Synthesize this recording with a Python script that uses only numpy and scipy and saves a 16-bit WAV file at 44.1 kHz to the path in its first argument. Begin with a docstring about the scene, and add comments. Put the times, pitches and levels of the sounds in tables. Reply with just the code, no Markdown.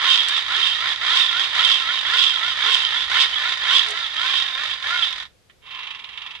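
"""In a small room, a plastic hand-crank generator is held on a table and turned about twice a second.
Its gears whine up and down with the uneven speed of the hand. On each push the teeth knock on the case
and rattle in the gaps between them. It stops, ticks once, then runs on softly, chattering as a wheel
catches at every turn. Under it all lies the faint rumble and hiss of the room."""
import sys
import numpy as np
from scipy import signal
from scipy.fft import rfft, irfft
from scipy.io import wavfile
from scipy.ndimage import uniform_filter1d, minimum_filter1d

SR = 44100
rng = np.random.default_rng(int(sys.argv[2]) if len(sys.argv) > 2 else 0)


def transcribe(u):
    """Save the signal u as a 16-bit wav file named by the first command-line argument.

    u: samples, shape (n,) or (channels, n), limited to [-1, 1]; the rate is SR.
    q: integer samples, one column per channel.
    """
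    v = np.clip(np.atleast_2d(u).T, -1, 1)
    q = np.round(v * 32767).astype(np.int16)
    wavfile.write(sys.argv[1], SR, q)


N = 282240
T = np.arange(N) / SR

# The hand's strokes. Each row: time of top speed in seconds, top shaft speed in Hz, its rise and fall
# in seconds, tooth contact in dB, rattle in dB, the rattle's delay and rise in seconds, whine in dB.
PUSHES = [(.101, 92.6, 0.099, 0.16, -25.5, -16.5, 0.03, 0.057, -44.5),
          (.606, 78.87, 0.11, 0.13, -26.5, -19, 0.061, 0.058, -47.5),
          (1.171, 88.4, 0.14, 0.12, -25, -17.5, 0.03, 0.053, -44),
          (1.628, 86.37, 0.079, 0.18, -24, -19, 0.087, .073, -45.5),
          (2.176, 88.87, 0.11, 0.17, -27.5, -17, 0.068, 0.073, -45.5),
          (2.712, 91.2, 0.11, 0.133, -25, -18, 0.038, 0.048, -45),
          (3.203, 95.84, .087, .121, -24.5, -15.5, 0.019, 0.024, -45),
          (3.755, 96.48, 0.096, 0.095, -26, -15.5, 0.0037, 0.032, -45),
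          (4.315, 67.82, 0.15, 0.12, -26.5, -21.5, 0.054, 0.093, -43.5),
          (4.954, 60.1, 0.097, 0.12, -26, -20.5, 0.089, 0.034, -45)]  # the strong half of a turn
PULLS = [(.373, 72, 0.082, 0.045, -29, -22.5, 0.0034, 0.068, -49),
         (.915, 71.43, 0.097, 0.047, -27.5, -25.5, 0.011, 0.027, -48),
         (1.432, 67.57, 0.091, 0.051, -28, -25, 0.014, 0.069, -48.5),
         (1.946, 62.47, 0.067, 0.047, -30.5, -22.5, .044, 0.036, -46),
         (2.48, 58.04, .064, 0.056, -29.5, -21.5, 0.045, 0.033, -46.5),
         (2.996, 63.57, 0.07, 0.056, -30, -24, 0.036, 0.094, -50.5),
         (3.504, 63.93, .078, .068, -27, -27.5, 0.033, 0.15, -47.5),
         (4.0, 57.3, 0.11, 0.095, -29.5, -29, 0.065, .1, -48),
         (4.656, 52.4, 0.077, 0.081, -29.5, -28.5, 0.09, 0.089, -48)]  # the weaker way back
# The teeth go slack between strokes. Each row: time in seconds, level change in dB.
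SLACKS = [(0.254, -1), (.45, -1), (0.979, -3), (1.51, -2), (2.03, 0), (3.07, -2), (3.299, -3.5), (3.58, -2),
          (4.125, -2), (4.795, -4)]
# Gear tones. Each row: multiple of the shaft speed, relative level in dB.
GEAR_TONES = [(5.2, -5), (12, 0), (16.2, -3), (17, -4), (24, -2), (29.8, -6), (36, -1), (40.3, -6),
              (48, -5), (53.4, -1), (64.9, -4), (71.3, -3), (83, -3)]
STRAIN_TONES = [(10.3, -7), (20.3, -7), (32.5, -3), (47.3, -5)]  # added by uneven teeth while the shaft speeds up
# One tone sings out under an even hand.
# Each row: time in seconds, half length in seconds, the tone's multiple, boost in dB.
SINGS = [(.11, .06, 12, 3), (.52, .04, 24, 4), (.58, .03, 5.2, 6), (.79, .06, 24, 4), (1.35, .05, 24, 4),
         (1.855, .06, 24, 4), (2.17, .08, 24, 4), (2.18, .07, 12, 3), (2.42, .11, 24, 4),
         (2.705, .036, 5.2, 11.5), (2.91, .05, 24, 3), (3.21, .05, 24, 4), (3.45, .035, 24, 2),
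         (4.01, .035, 24, 5), (4.235, .05, 24, 3), (4.655, .05, 24, 3), (4.962, .06, 24, 9)]
# Short hits. Each row: start in seconds, level in dB.
KNOCKS = [(.157, -13), (.175, -14), (.933, -24), (.96, -27), (1.159, -15), (1.172, -14), (1.448, -20),
          (1.648, -9), (1.699, -16), (1.716, -15), (2.192, -14), (2.224, -14), (2.239, -12), (2.744, -13),
          (2.850, -16), (3.207, -14), (3.221, -14), (3.769, -15), (3.782, -14), (3.793, -15), (3.884, -24),
          (4.166, -24.5), (4.376, -19), (4.399, -21), (4.826, -30), (5.041, -22), (5.127, -21),
          (5.161, -26), (5.2, -29)]  # teeth knock hard
CLICKS = [(.284, -24), (1.257, -39), (1.648, -28), (2.01, -42), (2.728, -33), (2.745, -28), (2.827, -36),
          (3.886, -32), (3.905, -30), (4.702, -43)]  # sharp and bright: small snaps, and the microphone overloading on hard knocks
CATCHES = [(5.662, -44), (5.708, -36), (5.746, -35), (5.788, -34.5), (5.83, -33.5), (5.868, -33.5),
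           (5.905, -31), (5.946, -34), (5.991, -35), (6.04, -34), (6.088, -36), (6.129, -40),
           (6.173, -32.5), (6.216, -34), (6.262, -32.5), (6.307, -34.5), (6.349, -33)]  # a wheel catches in light running
# Dry teeth squeak. Each row: time in seconds, pitch in Hz, half length in seconds, level in dB.
SQUEAKS = [(2.25, 3480, .018, -23), (2.862, 3140, .022, -24), (3.34, 3080, .014, -25),
           (3.37, 3350, .016, -26), (5.06, 3500, .018, -27)]
# The handle groans. Each row: pitch in Hz, waver as a share of the pitch, level in dB.
GROAN_TONES = [(425, .028, -43), (510, .06, -49), (715, .06, -46)]
# The case presses on the table. Each row: time in seconds, half length in seconds, level in dB.
BUMPS = [(3.104, 0.052, -58), (3.315, 0.045, -66), (4.398, 0.026, -60)]

# Pitches at which parts ring. Each row: frequency in Hz, width in Hz, boost in dB.
CASE_RINGS = [(462, 107, 1), (1045, 112, 9.5), (1382, 370, 6), (1577, 150, -6.5), (1818, 407, 10),
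              (2208, 55, 4.5), (2600, 73, -3), (2677, 37, 3.5), (3160, 53, 0), (3630, 119, 0),
              (3690, 71, 4.5), (4500, 310, 0.5), (4878, 104, 9)]
WHEEL_RINGS = [(1050, 100, -3), (1430, 160, -3), (2560, 80, 4), (2720, 130, 9), (2890, 100, -9),
               (3090, 90, 3)]  # only while the wheels run without load
# Tone curves, from bass to treble. Each row: frequency in Hz, gain in dB.
CONTACT_CURVE = [(60, -20), (200, -22), (400, -15), (650, -12), (900, -7), (1200, -6.5), (1900, -2.5),
                 (2400, -2.5), (3200, -6), (4500, -6), (7000, -16), (11000, -30), (12500, -48.5)]
RATTLE_CURVE = [(200, -27), (700, -37.5), (1100, 0.5), (1900, -35.5), (2600, 8), (3300, 6.5), (4400, -3),
                (5500, -4), (7000, -20), (9000, -31.5), (11200, -25.5), (12500, -47)]
CLASH_CURVE = [(2000, -29), (4000, 4.5), (5000, 2), (6500, -5), (8500, -7), (11000, -30), (13000, -54.5)]
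WHINE_CURVE = [(280, -16), (460, -9.5), (600, -11.5), (800, -7.5), (950, -7), (1170, -4), (1280, 2.5),
               (1430, 3.5), (1560, 3.5), (1850, 1), (2100, 3.5), (2400, 3), (2700, -2), (3300, 1),
               (3800, -2), (4400, -7), (6000, -18)]  # how well the case gives off the gear tones
TABLE_CURVE = [(70, -15.5), (105, -1.5), (125, -2), (150, -28.5)]  # the table booms under the magnet hum
COAST_CURVE = [(150, -28), (400, -15.5), (650, -15.5), (780, -6.5), (1080, 1), (1500, -5.5), (2000, -4),
               (2560, 3.5), (3000, 2.5), (4000, -7.5), (4850, -13), (5500, -14), (7500, -26), (11000, -36),
               (13000, -49)]
KNOCK_CURVE = [(200, -38), (700, -28), (1100, -11), (2000, -12), (2900, -3), (3550, 4), (4100, -3),
               (5200, -6), (7000, -19), (11000, -35), (14000, -58)]
CLICK_CURVE = [(300, -35), (1000, -25), (3000, 0), (5000, -2), (8500, -2), (11500, -16), (14000, -36)]
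TICK_CURVE = [(200, -8.5), (900, -3), (2000, 1.5), (3800, -9), (4800, -21), (9000, -36)]
ROOM_CURVE = [(15, -60), (25, 0.5), (70, 8.5), (308, -6), (455, -1), (545, -3.5), (869, -10), (3910, -12),
              (10700, -22.5), (12200, -22), (15900, -60), (22000, -120)]
RIGHT_MIC_CURVE = [(300, 0), (600, -1), (900, 3.5), (1400, 1.5), (1800, 1), (2200, 6), (2700, 3.5),
                   (3150, 10.5), (3500, 11), (3850, 12.5), (4300, 2), (6200, -4), (7400, -14.5),
                   (12500, -33.5)]  # its small opening rings and dulls the top

IDLE_HZ = 41  # shaft speed that the strokes add to
STOP_S, RUN_DOWN_S, STOP_DB_PER_S = 5.235, 0.099, 320  # the hand lets go
COAST_S, COAST_RISE_S, COAST_DB, COAST_FADE_DB_PER_S = 5.61, .12, -37, 9  # light running follows
CLASH_DB, FULL_RATTLE_DB = -32, -18  # clash level at full rattle, and that rattle level
FULL_PUSH_HZ_PER_S, PUSH_BOOST_DB = 250, 6  # speeding up this fast lifts the whine this much
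PING_DB = -.5  # compared with the rattling blows


def cranking():
    """Shaft speed sets the gears' pitch and rate; each stroke sets how loud they rub, rattle and whine."""
    pushes = strokes(PUSHES, contact=(.06, .053, .15), whine=(.02, .08, .07), rattle_fall_share=.85)
    pulls = strokes(PULLS, contact=(.03, .081, .095), whine=(.05, .1, .055), rattle_fall_share=.17)
    added_hz, *powers = pushes + pulls
    contact_gain, rattle_gain, whine_gain = np.sqrt(powers)
    stopped_s = np.maximum(T - STOP_S, 0)
    speed_hz = (IDLE_HZ + added_hz) * np.exp(-stopped_s / RUN_DOWN_S)
    turns = np.cumsum(speed_hz) / SR
    taps = teeth(turns, per_turn=24, slop=.3, scatter_db=5.5, wobble_db=3.5, table_db=2, room_db=-3)
    contact = unit(colour(taps, CONTACT_CURVE, CASE_RINGS))
    blows = teeth(turns, per_turn=12, slop=.3, scatter_db=3.5, wobble_db=4.5, table_db=4, room_db=-7)
    rattle = unit(colour(blows, RATTLE_CURVE, CASE_RINGS)) + pings(turns, speed_hz)
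    rattle /= np.hypot(1, undb(PING_DB))
    # The hardest blows add a bright clash.
    clash = unit(colour(blows, CLASH_CURVE)) * undb(CLASH_DB) * (rattle_gain / undb(FULL_RATTLE_DB)) ** 2
    hum = magnet_hum(turns, speed_hz)
    slack = undb(sum(db * swell(s, .034, .034, 5.9) for s, db in SLACKS))
    whine = gear_whine(turns, speed_hz) * slack  # the whine dips twice as deep as the rest
    gears = contact * contact_gain + rattle * rattle_gain + clash + whine * whine_gain
    return (gears + hum) * slack * undb(-STOP_DB_PER_S * stopped_s)


def strokes(rows, contact, whine, rattle_fall_share, roundness=.94):
    """The hand adds speed and power. Contact and whine peak before top speed, the rattle after it."""
    contact_lead_s, *contact_rise_fall_s = contact
    whine_lead_s, *whine_rise_fall_s = whine
    added_hz, contact_power, rattle_power, whine_power = np.zeros((4, N))
    for s, top_hz, rise_s, fall_s, contact_db, rattle_db, delay_s, rattle_rise_s, whine_db in rows:
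        added_hz += (top_hz - IDLE_HZ) * swell(s, rise_s, fall_s, 2)
        contact_power += undb(contact_db) ** 2 * swell(s - contact_lead_s, *contact_rise_fall_s, roundness)
        rattle_fall_s = rattle_rise_s * rattle_fall_share
        rattle_power += undb(rattle_db) ** 2 * swell(s + delay_s, rattle_rise_s, rattle_fall_s, roundness)
        whine_power += undb(whine_db) ** 2 * swell(s - whine_lead_s, *whine_rise_fall_s, roundness)
    return np.array([added_hz, contact_power, rattle_power, whine_power])


def teeth(turns, per_turn, slop, scatter_db, wobble_db, table_db, room_db, spots=5):
    """Each tooth lands one uneven blow on the case; off-centre wheels make the force come in waves."""
    timing, strength, direction = rng.standard_normal((12000, 3)).T
    tooth_turns = (np.arange(len(timing)) + slop * timing) / per_turn
    times = np.interp(tooth_turns, turns, T, right=N)
    shaft_angle = 2 * np.pi * tooth_turns
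    wheel_angle = shaft_angle * 3 / 8
    wobble = .11 * np.cos(wheel_angle) + .39 * np.cos(2 * wheel_angle) + .93 * np.cos(shaft_angle)
    force = undb(scatter_db * np.clip(strength, -2, 2) + wobble_db * wobble) * np.sign(direction)
    hits = (case_spot(impulses(times[k::spots], force[k::spots])) for k in range(spots))
    return sum(microphones(hit, table_db, room_db) for hit in hits)


def case_spot(x):
    """Each spot that a tooth lands on rings at four high pitches of its own."""
    rings = [(hz, 70, 5) for hz in rng.uniform(3000, 4000, size=4)]
    return colour(x, [(20, 0), (20000, 0)], rings)


def pings(turns, speed_hz, count=360, rise_s=.003, decay_s=.013, range_hz=(3000, 3750), scatter_db=12):
    """Glancing blows ring a wheel at a multiple of the shaft speed, so each ping slides with it."""
    age = T[:SR // 12]
    shape = (1 - np.exp(-age / rise_s)) * np.exp(-age / decay_s)
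    out = np.zeros(N)
    for i, (when, pitch, softness) in enumerate(rng.random((count, 3))):
        start = int((i + when) / count * (N - len(age)))
        span = slice(start, start + len(age))
        multiple = np.round(np.interp(pitch, [0, 1], range_hz) / np.average(speed_hz[span], weights=shape))
        out[span] += undb(-scatter_db * softness) * shape * np.sin(2 * np.pi * multiple * turns[span])
    return unit(microphones(out, table_db=-3, room_db=-9)) * undb(PING_DB)


def gear_whine(turns, speed_hz):
    """Gear tones follow the shaft, flutter with flaws in the teeth and flare where the case rings."""
    push = np.clip(np.gradient(speed_hz) * SR / FULL_PUSH_HZ_PER_S, 0, 1)
    shaky_turns = turns + .002 * drift(60)

    def tone(multiple, db):
        sing_db = sum(boost * swell(s, half_s, half_s, 4) for s, half_s, k, boost in SINGS if k == multiple)
        gain = undb(db + sing_db + 2.2 * drift(50))
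        return gain * np.sin(2 * np.pi * (multiple * shaky_turns + rng.random()))

    tones = sum(tone(*row) for row in GEAR_TONES)
    strain = sum(tone(*row) for row in STRAIN_TONES)
    throb = 1 + .5 * np.cos(2 * np.pi * turns + drift(20))  # an off-centre wheel, once a turn
    whine = np.sqrt(2) * throb * (tones + push * strain) * undb(PUSH_BOOST_DB * push)
    return microphones(colour(whine, WHINE_CURVE, CASE_RINGS), table_db=-6, room_db=-14)


def magnet_hum(turns, speed_hz):
    """The magnets tug twice a turn, harder at speed, and the table booms along."""
    tug = np.sin(4 * np.pi * turns) * speed_hz / IDLE_HZ
    return colour(tug * undb(-61 + 3.8 * drift(14)), TABLE_CURVE)


def coasting(shaft_hz=60, swell_db=3, swell_peak_s=6.7, swell_every_s=.44):
    """Unloaded teeth brush past each other, swelling with the gentle hand, and one wheel keeps catching."""
    age = np.maximum(T - COAST_S, 0)
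    level = np.minimum(age / COAST_RISE_S, 1) * undb(COAST_DB - COAST_FADE_DB_PER_S * age)
    taps = teeth(T * shaft_hz, per_turn=24, slop=.4, scatter_db=0, wobble_db=-2, table_db=-8, room_db=-8.5)
    brush = unit(colour(taps, COAST_CURVE, CASE_RINGS + WHEEL_RINGS))
    softer_rings = [(hz, width, db / 2) for hz, width, db in WHEEL_RINGS]
    catches = bursts(CATCHES, COAST_CURVE, CASE_RINGS + softer_rings, rise_s=.003, decay_s=.0105)
    hand = undb(swell_db * np.cos(2 * np.pi * (T - swell_peak_s) / swell_every_s))
    return brush * level * hand + catches


def knocks():
    """Hard tooth knocks, sharp bright clicks, and a dull tick as the handle settles at rest."""
    hard = bursts(KNOCKS, KNOCK_CURVE, CASE_RINGS, rise_s=.0006, decay_s=.0024)
    clicks = bursts(CLICKS, CLICK_CURVE, rise_s=.00036, decay_s=.007)
    tick = bursts([(5.497, -48.5)], TICK_CURVE, CASE_RINGS, rise_s=.00059, decay_s=.014)
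    return hard + clicks + tick


def bursts(rows, curve, rings=(), *, rise_s, decay_s):
    """Each hit is a puff of gritty noise that rises fast and dies away."""
    age = T[:SR // 2]
    shape = (1 - np.exp(-age / rise_s)) * np.exp(-age / decay_s)
    starts, db = np.transpose(rows)
    noise = microphones(rng.standard_normal(N), table_db=8, room_db=-37.5)
    grit = unit(colour(noise, curve, rings))
    return convolve(impulses(starts, undb(db)), shape / shape.max()) * grit


def squeaks():
    """A slipping tooth rings its wheel for a moment, with an unsteady pitch."""
    out = 0
    for s, hz, half_s, db in SQUEAKS:
        ring = microphones(wavering_tone(hz, waver=.0091, rate=250), table_db=-3, room_db=-7)
        out += unit(ring) * undb(db) * swell(s, half_s, half_s, 2)
    return out


def handling():
    """The handle sticks and groans briefly; the hands press rumble and dull bumps into the table."""
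    groan = sum(undb(db) * unit(wavering_tone(hz, waver, rate=120)) for hz, waver, db in GROAN_TONES)
    groan *= swell(3.92, rise_s=.045, fall_s=.025, roundness=1.7)
    low_band = signal.butter(2, [42, 85], "band", fs=SR, output="sos")
    rumble = unit(signal.sosfilt(low_band, rng.standard_normal(N)))
    bumps = sum(undb(db) * swell(s, half_s, half_s, 2) for s, half_s, db in BUMPS)
    hold = undb(-62.5) * (T < 5.3)
    return groan + rumble * (bumps + hold)


def room_tone():
    """Faint indoor rumble and a little hiss, partly the same on the left and right."""
    noise = rng.standard_normal(N) + 2.2 * rng.standard_normal((2, N))
    return unit(colour(noise, ROOM_CURVE)) * undb(-61)


def microphones(x, table_db, room_db, left_delay_samples=5):
    """Sound reaches the right microphone first; the table scatters the treble and the room rings on."""
    x = np.atleast_2d(x)[0]
    direct = np.array([np.pad(x, (left_delay_samples, 0))[:N], x])
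    treble = signal.sosfilt(signal.butter(2, 2200, "high", fs=SR, output="sos"), x)
    table = undb(table_db) * convolve(treble, echoes(fade_s=.077))
    room = undb(room_db) * convolve(x, echoes(fade_s=.28))
    left, right = direct + table + room
    return np.array([left, colour(right, RIGHT_MIC_CURVE)[0]])


def echoes(fade_s, size=16384):
    """Dense echoes, different on each side, that fall by 60 dB in fade_s."""
    tail = rng.standard_normal((2, size)) * undb(-60 * T[:size] / fade_s)
    return tail / np.sqrt(np.sum(tail ** 2, axis=1, keepdims=True))


def colour(x, curve, rings=(), size=8192):
    """Shape a sound with a tone curve, plus a peak or dip for each ring."""
    freqs = np.maximum(np.arange(size // 2 + 1) * SR / size, 1)
    hz, db = np.transpose(curve)
    db = np.interp(np.log(freqs), np.log(hz), db)
    for centre, width, boost in rings:
        db = db + boost / (1 + (2 * (freqs - centre) / width) ** 2)
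    # These steps make the filter ring after a hit, never before it.
    cepstrum = irfft(np.log(undb(db)))
    cepstrum[1:size // 2] *= 2
    cepstrum[size // 2 + 1:] = 0
    return convolve(x, irfft(np.exp(rfft(cepstrum))))


def convolve(x, response):
    """Pass a sound through one response per channel."""
    return signal.fftconvolve(np.atleast_2d(x), np.atleast_2d(response), axes=1)[:, :N]


def impulses(times, sizes):
    """Single clicks at the given times."""
    return np.bincount(np.clip(np.asarray(times) * SR, 0, N).astype(int), sizes, N + 1)[:N]


def swell(s, rise_s, fall_s, roundness):
    """A hump of height 1 at time s. Roundness 1 is pointed, 2 is a bell."""
    return np.exp(-np.abs((T - s) / np.where(T < s, rise_s, fall_s)) ** roundness)


def wavering_tone(hz, waver, rate):
    """A pure tone whose pitch wanders."""
    return np.sin(2 * np.pi * np.cumsum(hz * (1 + waver * drift(rate))) / SR)


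def drift(rate):
    """A random wander of typical size 1 that turns rate times a second."""
    wander = np.interp(T * rate, np.arange(8192), rng.standard_normal(8192))
    return wander / wander.std()


def unit(x):
    """Scale a sound so that the average of its channels has strength (rms) 1."""
    return x / np.sqrt(np.mean(np.atleast_2d(x).mean(axis=0) ** 2))


def undb(db):
    """Decibels to gain."""
    return 10 ** (np.asarray(db) / 20)


def scene():
    """The generator, the hands and the room."""
    return cranking() + coasting() + knocks() + squeaks() + handling() + room_tone()


def record(dry, top_hz=14200):
    """The loudest peaks are turned down and the highest treble is cut."""
    allowed = 1 / np.maximum(np.abs(dry).max(axis=0), 1)
    gain = uniform_filter1d(minimum_filter1d(allowed, size=129), size=129)
    return signal.sosfiltfilt(signal.ellip(8, .1, 60, top_hz, fs=SR, output="sos"), dry * gain)


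dry = scene()
out = record(dry)
transcribe(out)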